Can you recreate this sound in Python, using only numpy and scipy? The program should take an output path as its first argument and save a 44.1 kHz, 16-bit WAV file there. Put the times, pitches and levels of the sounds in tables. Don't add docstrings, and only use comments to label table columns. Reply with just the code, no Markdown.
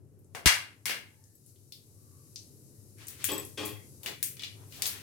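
import sys
import numpy as np
from scipy import signal
from scipy.fft import rfft, irfft
from scipy.io import wavfile
from scipy.ndimage import uniform_filter1d

SR = 44100
rng = np.random.default_rng(int(sys.argv[2]) if len(sys.argv) > 2 else 0)


def makeup_ratio(level_db):
    decades = np.asarray(level_db, float) / 20
    return 10 ** decades


def unload_wav(signal):
    wavfile.write(
        sys.argv[1],
        SR,
        np.round(np.clip(np.atleast_2d(signal).T, -1, 1) * 32767).astype(np.int16),
    )


N = 221514
TAIL = int(.6 * SR)


def read(table, hz):
    rows = np.array(table, float)
    return np.interp(np.log(np.maximum(hz, 1)), np.log(rows[:, 0]), rows[:, 1])


def unit(x):
    return x / np.sqrt(np.mean(x ** 2))


def band(x, hz, width):
    sharpness = max(hz / width, .2)
    return signal.lfilter(*signal.iirpeak(min(hz, .45 * SR), sharpness, fs=SR), x)


def edge(x, hz, kind):
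    return signal.sosfilt(signal.butter(2, hz, kind, fs=SR, output="sos"), x)


def ring(hz, t60):
    t = np.arange(TAIL) / SR
    return np.sin(2 * np.pi * hz * t) * np.exp(-np.log(1000) * t / t60)


def add(out, s, x):
    i = int(s * SR)
    out[:, i:i + x.shape[-1]] += x[..., :N - i]


def walk(rate):
    k = int(SR / rate)
    steps = np.repeat(rng.standard_normal(N // k + 1), k)
    return 0.73 * uniform_filter1d(uniform_filter1d(steps, k), k)[:N]


def room(wet_db, build_s):
    # pitch_hz, t60_s
    echo_times = [(800, 0.39), (2500, 0.36), (6000, 0.29), (12000, .3)]
    t = np.arange(TAIL) / SR
    spectrum = rfft(rng.standard_normal((2, TAIL)))
    hz = np.fft.rfftfreq(TAIL, 1 / SR)
    centres = np.log([f for f, _ in echo_times])
    out = np.zeros((2, TAIL))
    for k, (_, t60) in enumerate(echo_times):
        share = np.interp(np.log(hz + 1), centres, np.arange(len(centres)) == k)
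        out += irfft(spectrum * share, TAIL) * np.exp(-np.log(1000) * t / t60)
    return out * makeup_ratio(wet_db) * np.clip(t / build_s, 0, 1)


def heard(x, wet_db, right_db):
    direct = x * makeup_ratio(np.array([[0], [right_db]]))
    echoes = signal.fftconvolve(np.atleast_2d(x), room(wet_db, 0.0026), axes=1)[:, :N]
    return direct + echoes


def burst(db, hz, low_db, top_db, width, length, dull_cut_hz, low_hz, top_hz, wet_db, modes, ring_db,
          hollow):
    t = np.arange(TAIL) / SR
    fade = np.exp(-t / length)
    grit = rng.standard_normal((4, TAIL))
    spikes = grit[0] * np.abs(grit[1])
    crack = (spikes + 0.81 * grit[2:]) * fade * makeup_ratio(np.array([[0], [-4.5]]))
    x = crack + room(wet_db, .004) * np.sqrt(np.sum(fade ** 2))
    struck = 1.6 * rng.standard_normal(len(modes))
    x = x + sum(makeup_ratio(ring_db + d + c) * band(x, f, w + 90) for (f, w, d), c in zip(modes, struck))
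    tone = band(band(x, hz, width * hz), hz, width * hz)
    tone = edge(tone, hollow * hz, "high")
    dull = edge(edge(x, dull_cut_hz, "high"), .7 * dull_cut_hz, "high")
    dull = band(dull, low_hz, 1.2 * low_hz)
    bright = edge(edge(x, top_hz, "high"), 15000, "low")
    x = unit(tone) + makeup_ratio(low_db) * unit(dull) + makeup_ratio(top_db) * unit(bright)
    onset = np.sqrt(np.mean(x[:, :400].mean(axis=0) ** 2))
    return makeup_ratio(db - 13) * x / onset


def spoon_knocks():
    # start_s, peak_db, dull_db, bright_db, width (share of the ringing pitch)
    blows = [
        (0.3488, -28, 11, -13, 9.8),
        (0.458, -6, -40, -25, 4.54),
        (0.4724, -7, -25.5, -35, 3.26),
        (0.8559, -20, -20.5, -3, 4.3),
        (0.8655, -25, -6.5, -14.5, 1.4),
        (0.8795, -25, -9, -10.5, 2.5),
        (0.8943, -20.5, -4, -8, 2.6),
        (0.9086, -22.5, -11.5, -16.5, 2.02),
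        (2.9842, -49, -14, -10, 6.5),
    ]
    # pitch_hz, width_hz, level_db
    steel = [(1690, 63, -3.5), (2143, 170, 2.5), (2410, 14, -7), (2790, 30, 0), (3270, 32, -4.5),
             (3908, 28, -12), (4352, 100, -8.5), (4690, 26, -6.5), (4910, 82, -15), (5100, 15, -11.5),
             (5204, 21, -10.5), (5660, 62, -6), (8680, 130, -3), (10800, 150, -5)]
    out = np.zeros((2, N))
    for s, db, low_db, top_db, width in blows:
        add(out, s, burst(db, 2200, low_db, top_db, width, length=0.0044, dull_cut_hz=98, low_hz=648,
                          top_hz=5150, wet_db=-22.5, modes=steel, ring_db=3.5, hollow=0.26))
    return out


def lid_taps():
    # start_s, peak_db, pitch_hz, bright_db
    touches = [
        (4.0324, -35.5, 4100, 6),
        (4.0606, -22, 2810, -8.5),
        (4.0844, -32, 2780, -24),
        (4.369, -41.5, 2520, -21),
        (4.3944, -31.5, 3730, -19),
        (4.4215, -33, 3000, -16),
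        (4.435, -25, 3860, -16.5),
        (4.4452, -35, 3990, -19),
        (4.7234, -40, 3470, -9),
    ]
    # pitch_hz, width_hz, level_db
    lid = [(1960, 17, -5), (2364, 140, 0.5), (2910, 9.8, 2), (3440, 41, -1.5), (3990, 40, -8.5),
           (4300, 16, -9), (4700, 24, -9.5), (6040, 53, -15)]
    out = np.zeros((2, N))
    for s, db, hz, top_db in touches:
        width = 2.03 * (3000 / hz) ** 2.8
        add(out, s, burst(db, hz, -20.5, top_db, width, length=0.0024, dull_cut_hz=140, low_hz=646,
                          top_hz=5650, wet_db=-24.5, modes=lid, ring_db=5, hollow=0.31))
    return out


def seeds():
    # start_s, peak_db, pitch_hz, bright_db
    pops = [(0.1902, -59.5, 11200, -13), (0.2452, -60.5, 7900, -11), (1.2395, -51.5, 6540, -12),
            (1.3523, -56, 12600, -14), (1.4621, -49, 8990, -12), (1.559, -57.5, 3700, -2.5),
            (1.722, -36, 4420, -4.5), (2.3591, -31, 5150, -27), (3.0696, -36, 7750, -8),
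            (3.0826, -31, 13000, 12), (3.4499, -36, 10600, 1)]
    # start_s, peak_db, pitch_hz, dull_db, bright_db
    bangs = [
        (4.8564, -21, 4100, -19, -26),
        (3.242, -16, 8800, 2.5, -0.3),
        (4.2278, -16.5, 11000, -6.5, 0.5),
        (4.8211, -17, 4580, -10.5, -2.5),
    ]
    # start_s, peak_db
    spits = [
        (3.2507, -22.5),
        (3.6521, -30),
        (3.6591, -28),
        (3.6912, -48),
        (4.236, -26),
        (4.8645, -22),
        (4.8749, -26),
    ]
    # start_s, peak_db, pitch_hz, dull_db, bright_db, width (share of the pitch)
    rows = []
    for s, db, hz, top_db in pops:
        dull_db = -13 - 8 * np.log2(hz / 5000)
        rows.append((s, db, hz, dull_db, top_db, .62))
    rows += [(*row, 1.8) for row in bangs]
    rows += [(s, db, 11230, -54, -3.5, 1.1) for s, db in spits]
    out = np.zeros((2, N))
    for k, (s, *row) in enumerate(rows):
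        dull_hz = 3080 if k < len(pops) else 2260
        shell = [(row[1] * ratio, 0.015 * row[1], 0) for ratio in (.8, 1, 1.17)]
        add(out, s, burst(*row, length=.0025, dull_cut_hz=.8 * dull_hz, low_hz=dull_hz, top_hz=5973,
                          wet_db=-26.0, modes=shell, ring_db=-3.5, hollow=0.55))
    return out


def jar():
    # start_s, length_s, body_db, rasp_db
    drags = [
        (3.285, 0.14, -33, -36.5),
        (3.573, .18, -37.5, -38.5),
    ]
    # pitch_hz, width_hz, level_db
    body_modes = [(217, 100, -9.5), (293.7, 22.6, 0.5), (400, 50, 1.5), (505, 65, -2.5), (700, 106, -9),
                  (877, 74, -8), (1078, 160, -5.5)]
    # pitch_hz, width_hz, level_db
    rasp_modes = [(1990, 180, -4.5), (2605, 590, 5.5), (3250, 100, 5), (4340, 1100, -4.5),
                  (7450, 1600, -23)]
    slip_hz, jitter, scatter_db = 104, .06, 2.5
    bite_s, swell_s, lift_s = 0.0043, 0.033, 0.029
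    chance = rng.standard_normal((N // 200, 2))
    at = (np.cumsum(1 + jitter * chance[:, 0]) * SR / slip_hz).astype(int)
    slips = np.zeros(N)
    slips[at[at < N]] = makeup_ratio(scatter_db * chance[at < N, 1])
    gate = 0.42 + unit(signal.lfilter([1], [1, -np.exp(-1 / (0.0104 * SR))], slips))
    drive = unit(slips) + 0.67 * rng.standard_normal(N)
    body = unit(sum(makeup_ratio(db) * unit(band(band(drive, f, 2 * w), f, w)) for f, w, db in body_modes))
    grit = gate * rng.standard_normal(N)
    rasp = unit(sum(makeup_ratio(db) * unit(band(grit, f, w)) for f, w, db in rasp_modes))
    out, t = 0, np.arange(N) / SR
    for s, length, body_db, rasp_db in drags:
        touch = np.interp(t - s, [0, bite_s, length, length + lift_s], [0, 1, 1, 0])
        body_db = body_db - np.interp(t - s, [0, swell_s, 0.59 * length, length], [8, 0, 8.5, 24])
        rasp_db = rasp_db - np.interp(t - s, [0, length], [0, 19.5])
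        out = out + touch * (body * makeup_ratio(body_db) + rasp * makeup_ratio(2.0 + rasp_db))
    return heard(out, wet_db=-32.5, right_db=-2.5)


def tins():
    # start_s, peak_db
    clinks = [
        (1.3535, -60.5),
        (3.3184, -35),
        (3.3339, -35.5),
        (3.3442, -39),
        (3.3799, -35),
        (3.398, -42),
    ]
    # pitch_hz, level_db, t60_s
    tin = [(7900, 1, 0.044), (7880, 6, 0.04), (7900, 10.5, 0.08), (12600, 8, 0.054), (12950, 8, 0.045),
           (13600, 11, 0.052)]
    out = np.zeros((1, N))
    for (s, db), chance in zip(clinks, rng.standard_normal((len(clinks), len(tin)))):
        rings = sum(makeup_ratio(d + 1.7 * c) * ring(f, t60) for (f, d, t60), c in zip(tin, chance))
        add(out, s, makeup_ratio(db - 11) * rings)
    return heard(out, wet_db=-40.5, right_db=-8.5)


def thuds():
    # start_s, level_db, pitch_hz, t60_s, rise_s
    bumps = [
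        (0.4591, -11.5, 68, 0.072, 0.0033),
        (0.4592, -14, 133.7, 0.047, 0.0014),
        (.4585, -13, 300, 0.025, 0.0018),
        (0.87, -50.5, 215, 0.59, 0.0071),
        (3.72, -25, 102.3, 0.19, 0.046),
    ]
    out, t = np.zeros((2, N)), np.arange(TAIL) / SR
    for s, db, hz, t60, rise in bumps:
        add(out, s, makeup_ratio(db) * np.array([[1], [.12]]) * ring(hz, t60) * np.clip(t / rise, 0, 1))
    return edge(out, 45, "high")


def rubbing():
    # middle_s, half_length_s, pitch_hz, level_db
    squeaks = [
        (1.27, 0.094, 1769, -80.5),
        (1.185, 0.092, 871, -76),
        (2.145, 0.15, 1144, -74.5),
        (2.8, 0.09, 1900, -86),
        (3.8, 0.067, 2060, -62.5),
        (3.825, .04, 2130, -72),
    ]
    # middle_s, half_length_s, pitch_hz, level_db
    scuffs = [(0.38, 0.027, 7000, -56), (3.027, 0.036, 2060, -53), (3.12, 0.081, 2250, -56),
              (3.228, 0.035, 2480, -48), (4.045, .013, 13000, -51.5), (4.096, 0.05, 445, -47),
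              (4.627, 0.069, 690, -62.5), (4.88, 0.067, 2675, -55), (4.93, 0.11, 2200, -48),
              (4.85, 0.058, 700, -49.5), (4.77, 0.069, 11500, -55), (4.77, 0.05, 3400, -52)]
    t = np.arange(N) / SR
    rows = [(*row, 0.05) for row in squeaks] + [(*row, 1) for row in scuffs]
    out = 0
    for s, half, hz, db, width in rows:
        swell = np.exp(-((t - s) / half) ** 2)
        out = out + makeup_ratio(db) * swell * unit(band(rng.standard_normal((2, N)), hz, width * hz))
    return out


def flame():
    # time_s, rumble_db
    sizes = [
        (0, -60.5),
        (0.5, -60.5),
        (1.4, -66),
        (2.3, -60),
        (3.0, -60),
        (3.4, -56),
        (4.298, -59),
        (5.02, -56.5),
    ]
    # pitch_hz, level_db (per Hz)
    rumble_colour = [(18, -60.5), (30, -29.5), (65, -15), (86, -4), (101, 0.5), (215, -13.5), (238, -11.5),
                     (334, -13), (392, -13), (619, -25.5), (726, -31.5), (1400, -40), (3500, -50.5),
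                     (4550, -76), (7700, -120)]
    # pitch_hz, width_hz, level_db
    burner = [(101, 9, -6), (134, 4, -10)]
    # pitch_hz, level_db (per Hz)
    hiss_colour = [(1760, -28), (3000, -20), (3460, -25.5), (3720, -12.5), (5200, -7), (11400, -3),
                   (15600, -15.5), (16200, -18.5), (16500, -43.5)]
    # pitch_hz, likeness (1 = same in both ears)
    likeness = [(60, 1), (130, 0.5), (290, 1), (640, 0.21), (1410, 0.29), (3100, -1), (6820, -0.79),
                (15000, -0.08)]
    # middle_s, half_length_s, rise_db
    flares = [
        (1.492, 0.032, 5.5),
        (2.35, .2, 2),
        (3.375, 0.17, 10.5),
        (3.905, 0.14, 3),
    ]
    hiss_start_db, hiss_end_db, hiss_growth_s = -84, -65.5, 1.2
    s, rumble_db = np.transpose(sizes)
    t, hz = np.arange(N) / SR, np.fft.rfftfreq(N, 1 / SR)
    alike = np.clip(read(likeness, hz), 0, 1)
    mid, side = rfft(rng.standard_normal((2, N)))
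    pair = np.sqrt(1 + alike) * mid + np.sqrt(1 - alike) * side * np.array([[1], [-1]])
    rumble = 0
    for centre_hz in 25 * 2. ** np.arange(8):
        share = np.clip(1 - np.abs(np.log2((hz + 1) / centre_hz)), 0, 1)
        flicker = makeup_ratio(2.5 * walk(16))
        rumble = rumble + flicker * irfft(pair * share * makeup_ratio(read(rumble_colour, hz)), N)
    rumble = unit(rumble) + sum(makeup_ratio(db) * unit(band(rumble, f, w)) for f, w, db in burner)
    hiss = makeup_ratio(0.49 * walk(4.9)) * irfft(pair * makeup_ratio(read(hiss_colour, hz)), N)
    hiss_db = hiss_end_db + (hiss_start_db - hiss_end_db) * np.exp(-t / hiss_growth_s)
    hiss_db = hiss_db + sum(db * np.exp(-((t - at) / half) ** 2) for at, half, db in flares)
    return unit(rumble) * makeup_ratio(4.5 + np.interp(t, s, rumble_db)) + unit(hiss) * makeup_ratio(3.5 + hiss_db)


def scene():
    return spoon_knocks() + lid_taps() + seeds() + jar() + tins() + thuds() + rubbing() + flame()


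def low_pass(x):
    return signal.sosfilt(signal.butter(12, 17100, fs=SR, output="sos"), x)


def record(dry):
    left_db, left_top_db, top_hz = 3.5, 2.5, 16700
    left = dry[0] + (makeup_ratio(left_top_db) - 1) * edge(dry[0], 4100, "high")
    x = np.array([left * makeup_ratio(left_db / 2), dry[1] * makeup_ratio(-left_db / 2)])
    x = np.tanh(x)
    x = signal.sosfilt(signal.ellip(10, .2, 95, top_hz, fs=SR, output="sos"), x)
    return low_pass(x)


dry = scene()
out = record(dry)
unload_wav(out)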